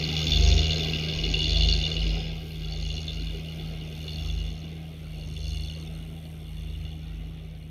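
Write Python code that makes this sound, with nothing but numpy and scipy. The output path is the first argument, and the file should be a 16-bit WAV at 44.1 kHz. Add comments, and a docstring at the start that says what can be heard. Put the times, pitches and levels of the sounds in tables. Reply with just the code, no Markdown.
"""On an open lawn, with no echo, a small ride-on roller drives away, growing fainter and duller.
Its engine drifts around 79 firings a second and works harder after each dip in speed.
Each firing puffs through the exhaust and shakes a loose metal panel, which chatters most when the
engine works hard and clacks on bumps. A deep throb, probably the vibrating drum, swells and sinks."""
import sys
import numpy as np
from scipy import signal
from scipy.fft import rfft, irfft, next_fast_len
from scipy.io import wavfile
from scipy.ndimage import uniform_filter1d, map_coordinates

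SR = 44100
rng = np.random.default_rng(int(sys.argv[2]) if len(sys.argv) > 2 else 0)


def int16_out(signal):
    """Quantize to a 16-bit WAV file."""
    q = np.round(np.clip(np.atleast_2d(signal).T, -1, 1) * 32767)
    wavfile.write(sys.argv[1], SR, q.astype(np.int16))


N = 339570

# the engine's slowest and fastest moments as its speed control hunts: t/s, firing rate/Hz
ENGINE_SPEED = [(-0.1, 78.79), (0.39, 77.18), (0.91, 79.24), (1.59, 77.95), (2.16, 79.82), (2.88, 78.02),
                (3.49, 79.85), (4.12, 77.68), (4.77, 79.9), (5.3, 77.45), (6.07, 79.76), (6.66, 77.92),
                (7.37, 79.26), (7.78, 77.9)]
# the repeating strengths of four firings in a row: level/dB
FIRING_PATTERN = [-0.1, 0.39, -0.35, -0.29]
# the loose panel's low ring, then its upper tones: f/Hz, width/Hz, level/dB, delay/firings
PANEL_TONES = [(2879, 35.4, -2, 0.97), (3440, 44, -1, 0.936), (3553, 72, 0, 0.711), (4218, 98, -3.5, 0.013),
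               (4362, 102, -2.5, 0.0045), (4300, 240, -37, 0.033)]
# hard knocks of the panel: t/s, peak level/dB, f/Hz of the tone struck hardest
PANEL_KNOCKS = [(0.166, -18, 3417), (0.269, -18.5, 3490), (0.3202, -23, 3520), (0.4489, -32, 4350),
                (0.5786, -20.5, 3660), (0.705, -20, 3620), (0.9337, -20.5, 2763), (1.084, -28, 3420),
                (1.2365, -19.5, 3440), (1.3392, -16, 2770), (1.4037, -21, 3420), (1.6074, -16.5, 2830),
                (1.632, -17, 2930), (1.6851, -19, 4350), (1.915, -23, 3520), (1.9652, -23.5, 2890),
                (2.0654, -31, 3380), (2.6184, -32.5, 2860), (2.7217, -30, 4500), (2.902, -29, 2870),
                (3.0797, -23.5, 3600), (3.2695, -30, 2860), (3.4467, -35.5, 2800), (3.5959, -35, 3450),
                (4.0796, -28, 3580), (5.3645, -36.5, 3490), (5.4296, -35, 4220), (5.597, -34, 4260),
                (5.699, -36, 2870), (6.5686, -40, 3460), (6.8508, -35.5, 2830)]


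def amp(db):
    """Turn decibels into a gain."""
    return 10 ** (np.asarray(db) / 20)


def unit(x):
    """Scale a sound to an average (rms) size of 1."""
    return x / np.sqrt(np.mean(x ** 2) + 1e-20)


def curve(rows):
    """Join (time, value) points with straight lines, one value per sample."""
    return np.interp(np.arange(N) / SR, *np.transpose(rows))


def wobble(rate):
    """A smooth curve through `rate` random points a second."""
    return map_coordinates(rng.standard_normal(int(N * rate / SR) + 4), [np.arange(N) * rate / SR])


def softened(gain):
    """Smooth the steps in a gain so that they do not click."""
    return uniform_filter1d(gain, size=64, axis=-1)


def filtered(x, response):
    """Multiply each frequency in x by response(frequency)."""
    size = next_fast_len(N + SR // 2)
    return irfft(rfft(x, size) * response(np.fft.rfftfreq(size, 1 / SR)), size)[:N]


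def shaped(x, f, db):
    """Give x a tone colour (a level for each frequency), at size 1."""
    return unit(filtered(x, lambda hz: amp(np.interp(np.log(hz + 1), np.log(f), db))))


def coloured(x, colour):
    """Blend from the near to the far tone colour as the roller leaves and turns its back."""
    # t/s, share of the far colour/0-1
    far_share = [(1.8, 0), (2.8, 0.15), (4.5, 0.61), (5.4, 0.74), (7.7, 0.99)]
    share = np.clip(curve(far_share), 0, 1)
    f, near_db, far_db = np.transpose(colour)
    return unit((1 - share) * shaped(x, f, near_db) + share * shaped(x, f, far_db))


def receding(near_db, loss):
    """One part's level in dB as the roller leaves; a bigger loss makes it fade faster."""
    # the fade with distance: t/s, level/dB
    fade = [(0.0, -1.5), (0.6, -0.93), (1.1, -2.5), (2.17, -4), (2.45, -10.5), (3.4, -9), (4.45, -10.6),
            (4.9, -13), (5.9, -12), (6.3, -14), (7.1, -13.5), (7.7, -16)]
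    return near_db + loss * curve(fade)


def engine_speed(delay_s=0):
    """Firings per second, swinging smoothly between slow and fast."""
    times, rates = np.transpose(ENGINE_SPEED)
    points = np.arange(len(times))
    whole, part = np.divmod(np.interp(np.arange(N) / SR - delay_s, times, points), 1)
    return np.interp(whole + (1 - np.cos(np.pi * part)) / 2, points, rates)


def surges(half_width_s, lead_s=0):
    """The engine works harder after each dip in speed: four curves of smooth rises in dB."""
    # t/s, then the rise of: thump/dB, low panel tone/dB, upper panel tones/dB, ticking/dB
    efforts = [(0.5, 15.5, -3, 6, 12.5), (1.64, 10, 6, 13.5, 12), (2.94, 6, 9, 13, 15),
               (4.3, 8.5, 9, 12.5, 12.5), (5.53, 9.5, 6, 15.5, 17.5), (6.79, 7, 4, 7.5, 5.5)]
    t = np.arange(N) / SR + lead_s
    return sum(np.outer(rises, np.exp(-((t - s) / half_width_s) ** 2)) for s, *rises in efforts)


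def exhaust(firings, thump_db, drone_db, strain=1.79):
    """The muffler lets the low tones through; uneven firings add weak tones between them."""
    # the drone: f/firing rate, level/dB against drone_db
    drone_tones = [(1.25, -15), (1.75, -20.5), (2, 0.5), (2.25, -36), (3, -17), (4, -20)]
    # the growl of hard work: f/firing rate, level/dB against the strongest thump
    growl_tones = [(5, -19.5), (9, -22)]

    def tones(table):
        return sum(amp(db + .7 * wobble(16)) * np.sin(2 * np.pi * (multiple * firings + rng.random()))
                   for multiple, db in table)

    thump = amp(thump_db) * np.sin(2 * np.pi * firings)
    # the growl grows faster than the thump, so it stands out only during hard work
    growl_db = thump_db.max() + strain * (thump_db - thump_db.max())
    growl = amp(growl_db) * tones(growl_tones)
    drone = amp(drone_db) * tones(drone_tones)
    return np.sqrt(2) * (thump + growl + drone)


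def turbulence(x, depth_db):
    """Swirling air: nearby frequencies swell and sink together for a moment."""
    spectrum = signal.stft(x, nperseg=1024)[2]
    patches = uniform_filter1d(rng.standard_normal(spectrum.shape), size=3, axis=0)
    patches = uniform_filter1d(patches, size=5, axis=1)
    return signal.istft(spectrum * amp(depth_db * unit(patches)), nperseg=1024)[1][:N]


def roar(firings, roar_db):
    """The fan and engine block roar: mostly swirling air, plus a part that repeats each engine cycle."""
    # f/Hz, near level/dB, far level/dB
    roar_colour = [(25, -1, -18), (107, 3, 6.5), (220, -1.5, -2), (302, 1, -1), (410, 2.5, -5),
                   (543, -6, -10), (775, -6, -11), (921, -23, -23), (1230, -17.5, -19.5),
                   (1520, -19, -21.5), (1616, -11.5, -25.5), (1734, -30.5, -24), (2135, -11, -15.5),
                   (3390, -10, -18), (7500, -42, -56)]
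    cycle = rng.standard_normal(2048)
    repeating = .35 * cycle[(firings / len(FIRING_PATTERN) % 1 * len(cycle)).astype(int)]
    pulsing = 1 + 0.055 * np.cos(2 * np.pi * (firings - .1))
    air = pulsing * (rng.standard_normal(N) + repeating)
    return amp(roar_db) * coloured(turbulence(air, depth_db=3.0), roar_colour)


def bursts(firings, lag, rise, fall, scatter_db, grit_db):
    """One gritty burst of tiny taps per firing; lag, rise and fall are counted in firings."""
    index, age = np.divmod(firings - lag % 1 + 1, 1)
    count = int(index.max()) + 1
    sizes = amp(np.resize(FIRING_PATTERN, count) + scatter_db * rng.standard_normal(count))
    shape = (1 - np.exp(-age / rise)) ** 2 * np.exp(-age / fall)
    grit = amp(grit_db * wobble(1200)) * rng.standard_normal(N)
    return unit(sizes[index.astype(int)] * shape * grit)


def rattle(firings, low_db, upper_db):
    """Each firing throws the panel with a new strength, so that it chatters, rings and scrapes."""
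    # f/Hz, near level/dB, far level/dB
    scrape_colour = [(2460, -43, -20), (2777, 23, 43), (3360, -5, -5), (3530, 9.5, -16), (4630, 17.5, -22),
                     (4670, -29, -40), (7200, -34, -48)]
    low_gain, upper_gain = np.hypot(amp([low_db + 0.52 * wobble(9), upper_db]), flurries())
    index = (firings + .15).astype(int)
    throw = amp(1.5 * rng.standard_normal(index.max() + 1))[index]
    tones = []
    for hz, width, db, lag in PANEL_TONES:
        chatter = throw * bursts(firings, lag, rise=.12, fall=.066, scatter_db=1, grit_db=5)
        tones.append(amp(db) * unit(ring(chatter, hz, width)))
    upper = unit(sum(amp(2.1 * wobble(9)) * tone for tone in tones[1:]))  # these trade strength
    rubbing = throw * bursts(firings, lag=.93, rise=.14, fall=.13, scatter_db=1, grit_db=3)
    scrape = amp(-4) * coloured(rubbing, scrape_colour)
    return lift() * (low_gain * tones[0] + upper_gain * (upper + scrape))


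def ring(x, hz, width):
    """Let x ring one tone of the panel, with little sound far below or above it."""
    band = lambda f: 1 / (1 + (np.abs(f - hz) / 1100) ** 6)
    return filtered(x, lambda f: band(f) * 1j * f * width / (hz * hz - f * f + 1j * f * width))


def rasp(firings, rasp_db):
    """A longer, rough burst of noise comes with each firing."""
    # f/Hz, near level/dB, far level/dB
    rasp_colour = [(1900, -56, -10), (1955, 2, 4), (2560, 8, 2), (3250, 2, 6.5), (3630, 4, 9),
                   (4500, -51, -21), (4810, 4.5, -55), (5760, -4, -2), (7240, -41.5, -36)]
    noise = bursts(firings, lag=.8, rise=.12, fall=.6, scatter_db=1.5, grit_db=2)
    return amp(rasp_db) * coloured(noise, rasp_colour)


def ticking(firings, effort_db):
    """A sharp tick and a thin spit lead each firing, louder during hard work, over a soft high hiss."""
    # three tone colours: f/Hz, near level/dB, far level/dB
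    tick_colour = [(2000, -13, -32), (5070, 3, -51), (5410, -3, 13.5), (5620, 9, -1), (5940, -29, -14),
                   (5850, 2, -4), (5880, -7, 6.5), (6530, 7, 4.5), (7035, -10, -12), (6950, -11, -24),
                   (8000, -40, -43), (12000, -50, -50)]
    spit_colour = [(6400, -20, -14), (7550, 2.5, -20), (7950, -40, -11), (8380, -0.5, 3.5), (9200, 3, 2),
                   (10300, -1, -10.5), (12000, -24, 0.5), (15300, -15, -28)]
    hiss_colour = [(7050, -12, -8), (10100, -11, -2), (11040, 0, -1), (12400, -13, -1), (13100, 2, 0),
                   (14100, 1, -17), (15300, -16, -7)]
    # loudness of the spit in easy running, and of the hiss: t/s, level/dB
    spit_levels = [(0.0, -73), (1.6, -69.5), (2.7, -75.5), (3.5, -70), (4.7, -75.5), (6.0, -66.5),
                   (6.6, -70.5), (7.3, -80.5), (7.7, -73)]
    hiss_levels = [(0.0, -64), (0.3, -58.5), (0.65, -68), (0.85, -60), (1.3, -70), (2.28, -72),
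                   (2.52, -59.5), (2.75, -71.5), (3.62, -63), (3.8, -68), (4.0, -62), (4.25, -63.5),
                   (4.55, -69.5), (4.97, -65), (5.55, -73), (6.25, -65), (7.0, -68.5), (7.7, -72)]
    tick_db = receding(-48, loss=1.86) + effort_db
    spit_db = curve(spit_levels) + 0.51 * effort_db
    puffs = lambda: bursts(firings, lag=.78, rise=.08, fall=.19, scatter_db=1.6, grit_db=1)
    taps = bursts(firings, lag=.818, rise=.033, fall=.25, scatter_db=1.8, grit_db=1.5)
    tick = coloured(taps, tick_colour)
    spit = coloured(puffs() + 0.34 * rng.standard_normal(N), spit_colour)
    hiss = coloured(rng.standard_normal(N) + 0.64 * puffs(), hiss_colour)
    hiss_db = curve(hiss_levels) + 0.77 * wobble(25)
    return amp(tick_db) * tick + amp(spit_db) * spit + amp(hiss_db) * hiss


def drum(middle_hz=50.2, rest_db=-52):
    """The drum shakes the ground with a deep, throbbing tone that rises after the engine slows."""
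    # start/s, length/s, peak level/dB
    throbs = [(0.267, 0.41, -19.5), (0.653, 0.45, -39), (1.142, 0.33, -28), (1.396, 0.5, -22),
              (1.908, 0.34, -24.5), (2.13, 0.35, -36), (2.47, 0.48, -34.5), (2.72, 0.31, -32),
              (3.035, 0.43, -32), (3.5, 0.43, -39), (3.9, 0.22, -52), (4.137, 0.47, -29.5),
              (4.96, 0.5, -39.5), (5.303, 0.46, -33), (5.764, 0.44, -40.5), (6.32, 0.73, -37),
              (6.96, 0.43, -36), (7.2, 0.57, -44)]
    t = np.arange(N) / SR
    rate = engine_speed(delay_s=0.2)
    hz = middle_hz + 1.91 * (rate.mean() - rate)
    arch = lambda start, length: np.abs(np.sin(np.pi * np.clip((t - start) / length, 0, 1))) ** 1.23
    power = amp(rest_db) ** 2 + sum((amp(db) * arch(start, length)) ** 2 for start, length, db in throbs)
    return np.sqrt(2 * power) * np.sin(2 * np.pi * np.cumsum(hz) / SR)


def lift(depth_db=3.5, flight_s=0.02):
    """The panel lifts clear just before each clack, so the gain of its chatter dips."""
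    t = np.arange(N) / SR
    landings = np.append(np.sort(np.transpose(PANEL_KNOCKS)[0]), np.inf)
    wait = landings[np.searchsorted(landings, t)] - t
    return softened(amp(-depth_db * np.exp(-(wait / flight_s) ** 2)))


def clacks(bounce_db=-7, crack_db=-5, clink_db=5, attack_s=0.0008):
    """Bumps throw the panel against its frame; it lands again, softer, one firing later."""
    out, t = np.zeros(N + SR), np.arange(SR // 10) / SR
    period = 1 / np.mean(ENGINE_SPEED, axis=0)[1]
    crack_band = signal.butter(2, [2600, 5200], "bandpass", fs=SR)
    sine = lambda hz: np.sin(2 * np.pi * (hz * t + rng.random()))
    for s, db, clink_hz in PANEL_KNOCKS:
        for start, level in [(s, db), (s + period, db + bounce_db)]:
            body = sum(amp(tone_db) * np.exp(-np.pi * width * t) * sine(hz)
                       for hz, width, tone_db, _ in PANEL_TONES)
            clink = amp(clink_db) * np.exp(-t / 0.006) * sine(clink_hz)
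            noise = unit(signal.lfilter(*crack_band, rng.standard_normal(len(t))))
            crack = amp(crack_db) * np.exp(-t / 0.00035) * noise
            hit = (body + clink + crack) * (1 - np.exp(-t / attack_s))
            out[round(start * SR):][:len(t)] += amp(level) * hit / np.abs(hit).max()
    return out[:N]


def flurries(low_db=-16.5, upper_db=-18.5, decay_s=0.13):
    """Each clack leaves the panel chattering briefly: gains for its low tone and its upper tones."""
    kicks = np.zeros((2, N))
    split_hz = (PANEL_TONES[0][0] + PANEL_TONES[1][0]) / 2
    for s, db, hz in PANEL_KNOCKS:
        kicks[int(hz > split_hz), round(s * SR)] = amp(db)
    dying = signal.lfilter([1], [1, -np.exp(-1 / (decay_s * SR))], kicks)
    return amp([[low_db], [upper_db]]) * softened(dying)


def swish():
    """One brief dry scrape as the first long spell of chatter dies down."""
    # t/s, level/dB
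    swish_levels = [(1.9, -114), (2.02, -48), (2.15, -49), (2.27, -50), (2.38, -94)]
    # f/Hz, level/dB
    swish_colour = [(1900, -29), (2400, 20), (3000, -8), (4100, -19), (4700, 10), (5200, 19), (5700, -40),
                    (7000, -50)]
    return amp(curve(swish_levels)) * shaped(rng.standard_normal(N), *np.transpose(swish_colour))


def scene():
    """One running count of firings keeps the engine's parts in step; bright parts fade fastest."""
    firings = np.cumsum(engine_speed()) / SR
    thump_rise = surges(half_width_s=0.22)[0]
    _, low_rise, upper_rise, tick_rise = surges(half_width_s=0.36, lead_s=0.017)
    pipe = exhaust(firings, thump_db=receding(-36, loss=0.57) + thump_rise,
                   drone_db=receding(-31.5, loss=0.79) + 0.62 * wobble(8))
    panel = rattle(firings, low_db=receding(-34.5, loss=2.05) + low_rise,
                   upper_db=receding(-38, loss=1.97) + upper_rise)
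    rasping = rasp(firings, receding(-38.5, loss=1.75))
    machine = pipe + roar(firings, receding(-35, loss=1)) + drum()
    return (machine + panel + rasping + clacks() + swish() + ticking(firings, tick_rise))[None]


def record(dry, top_hz=15650):
    """Cut away the very highest treble."""
    return filtered(dry[0], lambda hz: hz < top_hz)[None]


dry = scene()
out = record(dry)
int16_out(out)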